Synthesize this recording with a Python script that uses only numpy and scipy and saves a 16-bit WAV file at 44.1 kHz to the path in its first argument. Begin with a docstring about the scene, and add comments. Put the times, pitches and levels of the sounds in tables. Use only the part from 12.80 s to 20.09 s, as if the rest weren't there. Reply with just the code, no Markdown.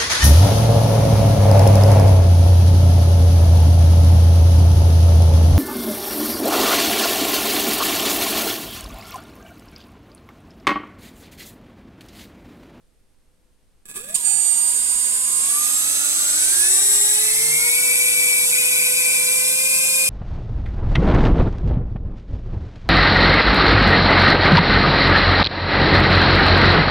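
"""A small brushless motor with a three-blade propeller on a bench stand in a small room, close to a phone.
It ticks and stutters into step, kicks, overshoots and climbs in stages to a nearly steady speed.
Motor: chopped current whistles with sidebands at multiples of the shaft rate; magnets whine, the bell knocks.
Propeller: blade harmonics hum, and filtered noise gives an air hiss that grows with speed.
Two microphone ports hear it with different delays and levels, over a faint room tone."""
import sys
import numpy as np
from scipy import signal
from scipy.fft import rfft, irfft, next_fast_len
from scipy.io import wavfile
from scipy.ndimage import uniform_filter1d

SR = 44100
rng = np.random.default_rng(int(sys.argv[2]) if len(sys.argv) > 2 else 0)


def inscribe(sig):
    """Save sig as 16-bit PCM at rate SR to the path in sys.argv[1].

    A 1-D sig is mono; a 2-D sig holds one channel per row.
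    Samples are clipped to [-1, 1] before scaling.
    """
    pcm = np.round(np.clip(np.atleast_2d(sig).T, -1, 1) * 32767)
    wavfile.write(sys.argv[1], SR, pcm.astype(np.int16))


N = 321489
TIME = np.arange(N) / SR  # s
BINS = np.fft.rfftfreq(N, 1 / SR)  # Hz
POLES, BLADES, STEPS_PER_TURN = 14, 3, 42
# the start: a slow forced ramp, a kick that overshoots, a coast down to the throttle's speed
START_S, KICK_S, COAST_S, SETTLED_S = 1.053, 1.342, 1.365, 1.47
RAMP_HZ, RAMP_CURVE, OVERSHOOT_HZ = 49, .7, 17
# drive current: chopping rate at rest, and its fall in Hz per Hz of shaft speed
SWITCH_HZ, SWITCH_SAG = 7829, .885

# shaft speed under throttle: time_s, speed_hz [s, turns per second]
THROTTLE_SPEED = [(1.52, 60), (1.75, 66.3), (2.0, 71.3), (2.47, 72.74), (2.65, 78), (2.8, 85.4),
                  (2.99, 91.06), (3.17, 94.6), (3.3, 95.56), (3.39, 98.8), (3.5, 101.1), (3.6, 105.7),
                  (3.95, 128.3), (4.02, 132), (4.25, 136.8), (4.35, 139.7), (4.45, 143.4), (4.7, 150.4),
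                  (4.85, 158), (4.97, 162.3), (5.2, 164.8), (5.62, 163.9), (5.95, 165.8), (6.1, 165.8),
                  (6.25, 167.8), (6.52, 167.6), (6.82, 172.9), (7.25, 174.5)]


def shaft_speed():
    """Forced ramp, kick and overshoot, then the speed follows the throttle, slightly unsteady."""
    throttle, = curves(THROTTLE_SPEED)
    ramp = RAMP_HZ * np.interp(TIME, [START_S, KICK_S], [0, 1]) ** RAMP_CURVE
    running = throttle + np.interp(TIME, [COAST_S, SETTLED_S], [OVERSHOOT_HZ, 0])
    kicked = np.interp(TIME, [KICK_S, COAST_S], [0, 1])
    return (ramp + kicked * (running - ramp)) * (1 + 0.000396 * wander(14))


# controller stages, each held until the next: start_s, knocking_db, whistle_db, hiss_db [s, dB, dB, dB]
CONTROLLER_STAGES = [(1.054, -43, -63, 0), (1.064, -49, -62, 0), (1.085, -41.5, -67, 0),
                     (1.14, -36.5, -70, 0), (1.158, -31.5, -67, 0), (1.18, -35.5, -78, 0),
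                     (1.343, -59, -3.5, -6), (1.348, -26, -0.5, 1.5), (1.365, -39, -10.5, -4.5),
                     (1.448, -36.5, -3.8, -5.5), (1.6, -44, -3, -3.5)]
STAGE_SLEW_S = .003


def staged():
    """Gains of the knocking, the whistle and the hiss: silent at first, then stepping from stage to stage."""
    start_s, *columns = np.transpose(CONTROLLER_STAGES)
    stage = np.searchsorted(start_s, TIME)
    slew = int(STAGE_SLEW_S * SR)
    return [uniform_filter1d(np.append(0, undb(db))[stage], slew) for db in columns]


# switching tone over speed, before the stage gain: speed_hz, level_db, left_minus_right_db [turns/s, dB, dB]
CARRIER_BY_SPEED = [(59, -30, -4), (71.5, -30.5, 3), (87, -25.5, -12.5), (104.05, -19, 8),
                    (120.9, -24.5, 9.5), (126.7, -15.5, 15.5), (139.3, -18.5, 20), (142, -23, 28),
                    (164, -28, 55)]
# throb of the switching tone once a turn: speed_hz, depth [turns per second, 0-1]
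THROB_BY_SPEED = [(72, .85), (110, .2)]
# brief dropouts of the switching tone: time_s, half_length_s [s, s]
WHISTLE_DROPOUTS = [(1.705, .009), (1.792, .013), (1.834, .009)]
# weaker sidebands, before the fade with speed: shaft_order, level_db, left_minus_right_db [multiple, dB, dB]
WEAK_SIDEBANDS = [(-28, -43, -4), (-14, -27, -11), (-11, -43, -3), (-3, -29, -9), (3, -37, -9),
                  (6, -37, -7), (8, -39, -16), (10, -40, -8), (11, -30, -16), (12, -38, -9), (13, -35, -10),
                  (17, -41, -6), (28, -44, 0), (39, -38, 12), (42, -26, 15)]
# fade of all sidebands as the throttle opens: speed_hz, gain_db [turns per second, dB]
SIDEBAND_FADE = [(62, 3), (70, 1), (80, -1.5), (135, -1), (150, -7), (174, -13)]
UPPER_DB, UPPER_PAN_DB = -15.5, -16  # loudest sideband, one pole rate above the tone, before the fade
CONTROL_HZ = 3900


def switching(speed, turns, loop_depth=0.19, side_db=0):
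    """Chopped drive current sings in the bell; the turning rotor splits it into sidebands."""
    carrier = switching_cycles(speed)
    main_db, main_pan_db = by_speed(CARRIER_BY_SPEED, speed)
    fade_db, = by_speed(SIDEBAND_FADE, speed)
    throb_depth, = by_speed(THROB_BY_SPEED, speed)
    throb = 1 + throb_depth * np.sin(2 * np.pi * turns)
    held = 1 - sum(np.exp(-((TIME - s) / half_s) ** 4) for s, half_s in WHISTLE_DROPOUTS)

    sidebands = pan(UPPER_PAN_DB) * tone(carrier + POLES * turns, UPPER_DB, smear=0.11)
    for order, db, pan_db in WEAK_SIDEBANDS:
        line = pan(pan_db) * tone(carrier + order * turns, db + side_db, smear=0.16)
        # the nearest sidebands drop out together with the tone
        sidebands += line * held if abs(order) <= BLADES else line

    main = pan(main_pan_db) * tone(carrier, main_db, smear=.1) * throb * held
    whistle = radiate(main + undb(fade_db) * sidebands)
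    control_ripple = 1 + loop_depth * np.sin(2 * np.pi * CONTROL_HZ * TIME)  # control loop ripples the current
    _, whistle_gain, _ = staged()
    return whistle_gain * whistle * control_ripple


def switching_cycles(speed):
    """Running count of switching cycles; the switching slows a little under load."""
    return np.cumsum(SWITCH_HZ - SWITCH_SAG * speed) / SR


# magnet whine at full speed, before its trim: time_s, level_db [s, dB]
MAGNET_WHINE = [(1.5, -30.5), (2.7, -25), (3.3, -34), (3.8, -28.5), (4.3, -36), (4.75, -21.5),
                (4.86, -25.5), (5.03, -27.5), (5.22, -22.5), (5.3, -26), (5.4, -23.5), (5.66, -28),
                (5.9, -32), (6.0, -24.5), (6.11, -32.5), (6.23, -26.5), (6.55, -27.5), (6.72, -27.5),
                (6.85, -26.5)]
# unevenness of the magnetic pull over one turn, added to the pole tone's neighbours: time_s, gain_db [s, dB]
UNEVEN_PULL = [(3.6, -4), (4.3, -6), (4.8, 2), (5.66, -1.5), (5.74, 8), (6.5, -1.5), (7.29, -10.5)]
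# blade and motor harmonics at full speed, before the stand's response: shaft_order, level_db [multiple, dB]
SHAFT_HARMONICS = [(1, -56), (2, -60.5), (3, -42.5), (6, -46), (9, -46), (12, -40.5), (13, -45.5),
                   (15, -36.5), (16, -41.5), (18, -41), (21, -38.5), (24, -39.5), (27, -40.5), (28, -36.5),
                   (29, -42.5), (30, -37), (33, -38.5), (36, -38.5), (39, -43), (42, -34), (70, -46)]
POLE_DB = -1.5  # trim of the magnet whine
POLE_SMEAR, MOTOR_SMEAR = .28, .7
FLUTTER_DB, FLUTTER_HZ = 3, 16  # the uneven pull flutters
WHINE_DIP_S, WHINE_DIP_WIDTH_S, WHINE_DIP_DB = 5.685, 0.019, -35  # the whine dips briefly
FULL_SPEED_HZ = 168
MOTOR_DB_PER_OCTAVE, BLADE_DB_PER_OCTAVE = 12.5, 11.5  # tones grow with speed


def rotor(speed, turns, blade_smear=2.6, blur_hz_per_order=5.5, slow_pan_db=-4, fast_pan_db=2):
    """Harmonics of the shaft: magnet poles whine cleanly, eddies blur the upper blade tones."""
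    uneven_db = curves(UNEVEN_PULL)[0] + FLUTTER_DB * wander(FLUTTER_HZ)
    dip_db = WHINE_DIP_DB * np.exp(-((TIME - WHINE_DIP_S) / WHINE_DIP_WIDTH_S) ** 2)
    octaves = np.log2(speed / FULL_SPEED_HZ + 1e-9)
    motor_growth_db, blade_growth_db = MOTOR_DB_PER_OCTAVE * octaves, BLADE_DB_PER_OCTAVE * octaves
    running = np.interp(TIME, [COAST_S, SETTLED_S], [0, 1])  # harmonics fade in during the coast

    whine_db = POLE_DB + curves(MAGNET_WHINE)[0] + dip_db + motor_growth_db
    tones = tone(POLES * turns, whine_db, POLE_SMEAR, smear_hz=90)
    for order, db in SHAFT_HARMONICS:
        # multiples of the blade count, unless on or beside a multiple of the pole rate
        from_blades = order % BLADES == 0 and 2 < order % POLES < POLES - 1
        smear = (blade_smear if from_blades else MOTOR_SMEAR) * min(order / 16, 1) ** 1.65
        smear_hz = max(blur_hz_per_order * order, 70) if from_blades else 70
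        db = db + (blade_growth_db if from_blades else motor_growth_db)
        if abs(order - POLES) == 1:  # an uneven pull once a turn puts neighbours beside the pole tone
            db = db + uneven_db + dip_db
        tones += running * tone(order * turns, db, smear, smear_hz)

    sides = pan(np.interp(speed, [90, 130], [slow_pan_db, fast_pan_db]))
    return sides * radiate(tones + bearing(speed, turns))


# high overtones of the magnetic pull: pole_multiple, level_db [multiple of the pole rate, dB]
RISING_OVERTONES = [(4, -40.5), (5, -43), (6, -42), (7, -39.5)]
# sidebands below twice the switching tone: pole_multiple, level_db [multiple of the pole rate, dB]
FALLING_SIDEBANDS = [(1, -55), (3, -49)]
# bell response they sweep through: pitch_hz, half_width_hz, lift_db, left_minus_right_db [Hz, Hz, dB, dB]
BELL_SWEEP = [(4800, 880, -26, 2), (7600, 94, 21, -3), (8520, 93, 17, -24), (11200, 670, 18.5, 28),
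              (14700, 1200, -28, 0)]


def overtones(speed, turns):
    """High whines cross, flaring as each meets a resonance of the bell."""
    carrier = switching_cycles(speed)
    rising = sum(tone(k * POLES * turns, db, smear=0.58) for k, db in RISING_OVERTONES)
    falling = sum(tone(2 * carrier - k * POLES * turns, db, smear=0.36) for k, db in FALLING_SIDEBANDS)
    rising_gain = np.interp(speed, [62, 88], [0, 1])
    falling_gain = np.interp(speed, [80, 90], [0, 1])
    return radiate(rising * rising_gain + falling * falling_gain, BELL_SWEEP)


# first jerks of the rotor, before the common lift tick_db: time_s, level_db [s, dB]
ROTOR_TICKS = [(1.056, -31), (1.0825, -35), (1.088, -28), (1.093, -36), (1.1, -28), (1.107, -30),
               (1.114, -24), (1.122, -38), (1.154, -33)]
# resonances of motor bell and mount, relative levels: pitch_hz, width_hz, level_db [Hz, Hz, dB]
BELL_MODES = [(186, 56, -4), (415, 79, -14), (1180, 60, -10), (1670, 25, -1), (2520, 120, -8),
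              (3550, 350, -14), (4650, 400, -24), (6000, 150, -17), (7720, 100, 1.5), (8550, 240, -1.5),
              (10750, 310, -6), (11000, 180, -3)]
# magnets' groan during the forced ramp: time_s, level_db [s, dB]
MAGNET_GROAN = [(1.12, -85), (1.15, -58), (1.17, -45), (1.195, -53), (1.23, -54), (1.29, -53), (1.35, -54),
                (1.4, -120)]


def start_up(turns, scatter_db=5, slip=0.14, rattle=0.21, crack=0.02, tick_db=12, pan_db=-4, stutter_db=2.0):
    """Single jerks, then uneven commutation steps, knock the bell; forced current drags the magnets round."""
    t = np.arange(N // 200) / SR
    ring = np.zeros(len(t))
    for hz, width_hz, db in BELL_MODES:
        decay = np.exp(-np.pi * width_hz * t)
        ring += undb(db) * width_hz * decay * np.cos(2 * np.pi * hz * t)
    ring /= np.sqrt(np.sum(ring ** 2))
    ring[0] += crack  # a little of each knock is heard direct

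    step_count = np.floor(STEPS_PER_TURN * turns + slip * wander(1200))  # steps come early or late
    steps = np.diff(step_count, prepend=0) * undb(scatter_db * rng.standard_normal(N))
    knocks = steps + rattle * rng.standard_normal((2, N))
    knocks /= np.sqrt(uniform_filter1d(knocks ** 2, size=900) + 1e-12)  # even out, so the stages set the level
    knock_gain, _, _ = staged()
    knocks *= knock_gain * undb(stutter_db * wander(90))  # the rotor catches and slips
    for s, db in ROTOR_TICKS:
        knocks[:, int(s * SR)] += undb(db + tick_db)

    groan = tone(POLES * turns, curves(MAGNET_GROAN)[0], smear=0.62, smear_hz=138.3) * (TIME > START_S)
    return pan(pan_db) * (signal.fftconvolve(knocks, ring[None])[:, :N] + groan)


# air hiss speeds: speed_hz [turns per second], one for each level column below
HISS_SPEED_POINTS = [70, 105, 160]
# hiss of blades and bell, before the stage gain: pitch_hz, slow_db, middle_db, fast_db, left_minus_right_db
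# [Hz, then dB per Hz at each of the three hiss speeds, dB]
HISS_SPECTRA = [(30, -81, -83, -83, 21), (79.5, -83.5, -71.5, -74.5, -1), (198, -81, -74.5, -73, -0.5),
                (380, -77.5, -70.5, -71.5, -1), (1060, -79.5, -72, -72.5, 1.5),
                (1900, -83, -66.5, -73.5, -6), (2780, -73, -70, -76.5, -4), (3600, -68.5, -63, -64.5, 4),
                (4230, -71.5, -61.5, -71.5, -7), (6490, -74.5, -59, -60.5, 2.5),
                (7140, -65, -56.5, -57, -15), (8400, -60.5, -48, -47.5, -10), (9540, -69, -58, -55.5, -3.5),
                (10950, -61, -55.5, -50, 19), (12640, -71, -66, -62.5, -4.5), (13400, -92, -68, -65, 3),
                (14200, -78, -72, -65.5, 8), (15900, -84, -78, -74.5, 22)]
HISS_ONSET = [49, 60]  # fade-in range: speed_hz at silence and at full gain [turns per second]


def hiss(speed, turns, shared=0.25, blade_depth=0.049, shaft_depth=0.062):
    """Air tears off the blades, its colour following speed, pulsing with each blade and each turn."""
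    hz, *spectra, pan_db = np.transpose(HISS_SPECTRA)
    # the treble reaches each microphone port by its own paths
    likeness = shared * np.interp(BINS, [5000, 9000], [1, .3])
    common, own = rfft(rng.standard_normal(N)), rfft(rng.standard_normal((2, N)))
    noise = irfft(np.sqrt(likeness) * common + np.sqrt(1 - likeness) * own, N)
    blade_pulse = blade_depth * np.sin(2 * np.pi * BLADES * turns)
    shaft_pulse = shaft_depth * np.sin(2 * np.pi * turns)
    noise *= 1 + blade_pulse + shaft_pulse

    sides = pan(over_bins(hz, pan_db))
    air = np.zeros((2, N))
    for db, share in zip(spectra, np.eye(len(spectra))):  # crossfade the spectra by speed
        air += np.interp(speed, HISS_SPEED_POINTS, share) * colour(noise, sides * undb(over_bins(hz, db)))
    flutter_db = .4 * wander(20)
    _, _, hiss_gain = staged()
    onset = np.interp(speed, HISS_ONSET, [0, 1])  # a slow propeller moves hardly any air
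    return air * hiss_gain * onset * undb(flutter_db)


# bearing tones, before the stand's response: shaft_order, level_db, gone_hz [multiple, dB, turns per second]
BEARING_TONES = [(13.56, -53, 125), (37.15, -55, 78)]
BEARING_FADE_HZ = 13


def bearing(speed, turns):
    """The bearing sings between the shaft's harmonics at low speed and beats with the magnet whine."""
    song = 0
    for order, db, gone_hz in BEARING_TONES:
        fade = np.clip((gone_hz - speed) / BEARING_FADE_HZ, 0, 1)
        song = song + tone(order * turns, db, smear=0.6) * fade
    return song * (TIME > COAST_S)


def stand(speed, turns, ring_hz=152, width_hz=4, peak_db=-43.5):
    """Unbalance shakes the stand as the shaft rate crosses its resonance."""
    nearness = np.exp(-((speed - ring_hz) / width_hz) ** 2 / 2)
    return tone(turns, peak_db, smear=0.17, smear_hz=29.6) * nearness


# peaks and dips of the stand: pitch_hz, half_width_hz, lift_db, left_minus_right_db [Hz, Hz, dB, dB]
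STAND_RESPONSE = [(175, 10, 4.5, -4.5), (420, 36, 5, 3), (597, 13, 8.5, -3), (850, 120, 1.5, 3),
                  (995, 12.5, -6.5, 15), (1186, 18, 11.5, -13), (1160, 125, -4.5, 1.5), (1493, 6, 7, -6),
                  (1697, 25, 6, -3), (1820, 68, -4, 6), (2130, 114, -3, 0.5), (2261, 66, 7, 5),
                  (2569, 19, 6, -9.5), (2613, 67.2, 4.5, 17.5), (3920, 160, 5, -3), (4580, 190, -3, 2),
                  (5870, 260, 0, 0.5), (9136, 78, -14.5, -15), (9450, 103, 13, 12.5), (10340, 160, -10, 1),
                  (11260, 370, 8.5, 11), (12900, 1030, -20.5, 9), (15000, 470, -14, 0)]


def radiate(x, response=STAND_RESPONSE):
    """A gliding tone swells, fades and shifts sideways as it crosses the response's peaks and dips."""
    size = next_fast_len(N + SR // 4)
    bins = np.fft.rfftfreq(size, 1 / SR)
    lift_db, pan_db = np.zeros(len(bins)), np.zeros(len(bins))
    for hz, half_width_hz, db, side_db in response:
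        nearness = 1 / (1 + ((bins - hz) / half_width_hz) ** 2)
        lift_db += db * nearness
        pan_db += side_db * nearness
    return irfft(rfft(x, size) * undb(lift_db) * pan(pan_db), size)[:, :N]


def ports(x, lag_s):
    """The left microphone port is further away and hears it later, by a lag finer than a sample."""
    late = np.arange(-16, 32) - lag_s * SR
    windowed_sinc = np.sinc(late) * np.sinc(late / 16)
    left = np.convolve(x[0], windowed_sinc)[16:N + 16]
    return np.array([left, x[1]])


def room(x, t60=0.13, wet_db=-14):
    """Bench and near walls add a short diffuse tail, different at each port."""
    t = np.arange(SR // 3) / SR
    decay = np.exp(-np.log(1000) * t / t60)  # 60 dB down after t60 seconds
    tail = rng.standard_normal((2, len(t))) * decay * (t > .002)
    tail /= np.sqrt(np.sum(tail ** 2, axis=1, keepdims=True))
    return x + undb(wet_db) * signal.fftconvolve(x, tail, axes=1)[:, :N]


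# quiet room: pitch_hz, level_db [Hz, dB per Hz]
ROOM_SPECTRUM = [(25, -74), (120, -93), (200, -93), (400, -98), (1000, -106.5), (3000, -110), (7000, -113),
                 (8100, -112), (8650, -105.5), (9300, -113), (11500, -112), (13000, -121), (15500, -128)]
HUM_HZ, HUM_DB = 503, -83  # a faint steady hum in the room


def room_tone():
    """Faint steady rumble, hum and hiss, partly common to both sides."""
    hz, db = np.transpose(ROOM_SPECTRUM)
    noise = (rng.standard_normal(N) + rng.standard_normal((2, N))) / np.sqrt(2)
    hum = tone(HUM_HZ * TIME, HUM_DB, smear=0.27, smear_hz=13)
    return colour(noise, undb(over_bins(hz, db))) + hum


def tone(turns, db, smear, smear_hz=60):
    """A line of given rms level; a share of it wavers in size and phase."""
    angle = 2 * np.pi * (turns + rng.random())
    in_phase = (1 + smear * wander(smear_hz)) * np.sin(angle)
    quadrature = smear * wander(smear_hz) * np.cos(angle)
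    return undb(db) * (in_phase + quadrature) * np.sqrt(2 / (1 + 2 * smear ** 2))


def wander(rate):
    """Random levels, rate per second, joined by lines; spread near 1; the last is held if they run out."""
    points = rng.standard_normal(N // 50)
    return np.sqrt(3 / 2) * np.interp(TIME * rate, np.arange(len(points)), points)


def colour(noise, gain):
    """Gives white noise a spectrum, as gain per root hertz."""
    return irfft(rfft(noise) * gain, N) * np.sqrt(SR / 2)


MAX_PAN_DB = 16


def pan(db):
    """Left and right gains that keep the mean power, from left minus right in dB."""
    ratio = undb(np.clip(np.atleast_1d(db), -MAX_PAN_DB, MAX_PAN_DB))
    return np.array([ratio, np.ones_like(ratio)]) * np.sqrt(2 / (1 + ratio ** 2))


def undb(db):
    """Decibels to gain."""
    return 10 ** (np.asarray(db) / 20)


def curves(table):
    """Each column of a time table, at every sample."""
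    s, *columns = np.transpose(table)
    return [np.interp(TIME, s, c) for c in columns]


def by_speed(table, speed):
    """Each column of a speed table, at every sample."""
    hz, *columns = np.transpose(table)
    return [np.interp(speed, hz, c) for c in columns]


def over_bins(hz, values):
    """Points joined on a log-frequency axis."""
    return np.interp(np.log(BINS + 1), np.log(hz), values)


PROPELLER_LAG_S, BELL_LAG_S = .000147, .000125  # left port behind right


def scene():
    """One shaft drives the motor and propeller layers; the room adds its tail and tone."""
    speed = shaft_speed()
    turns = np.cumsum(speed) / SR
    bell = switching(speed, turns) + overtones(speed, turns) + start_up(turns)
    propeller = rotor(speed, turns) + stand(speed, turns) + hiss(speed, turns)
    at_phone = ports(bell, BELL_LAG_S) + ports(propeller, PROPELLER_LAG_S)
    return room(at_phone) + room_tone()


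TOP_HZ = 15800


def record(dry):
    """The phone cuts the top with a steep low-pass."""
    low_pass = signal.ellip(10, .1, 80, TOP_HZ, fs=SR, output="sos")
    return signal.sosfilt(low_pass, dry)


dry = scene()
out = record(dry)
inscribe(out)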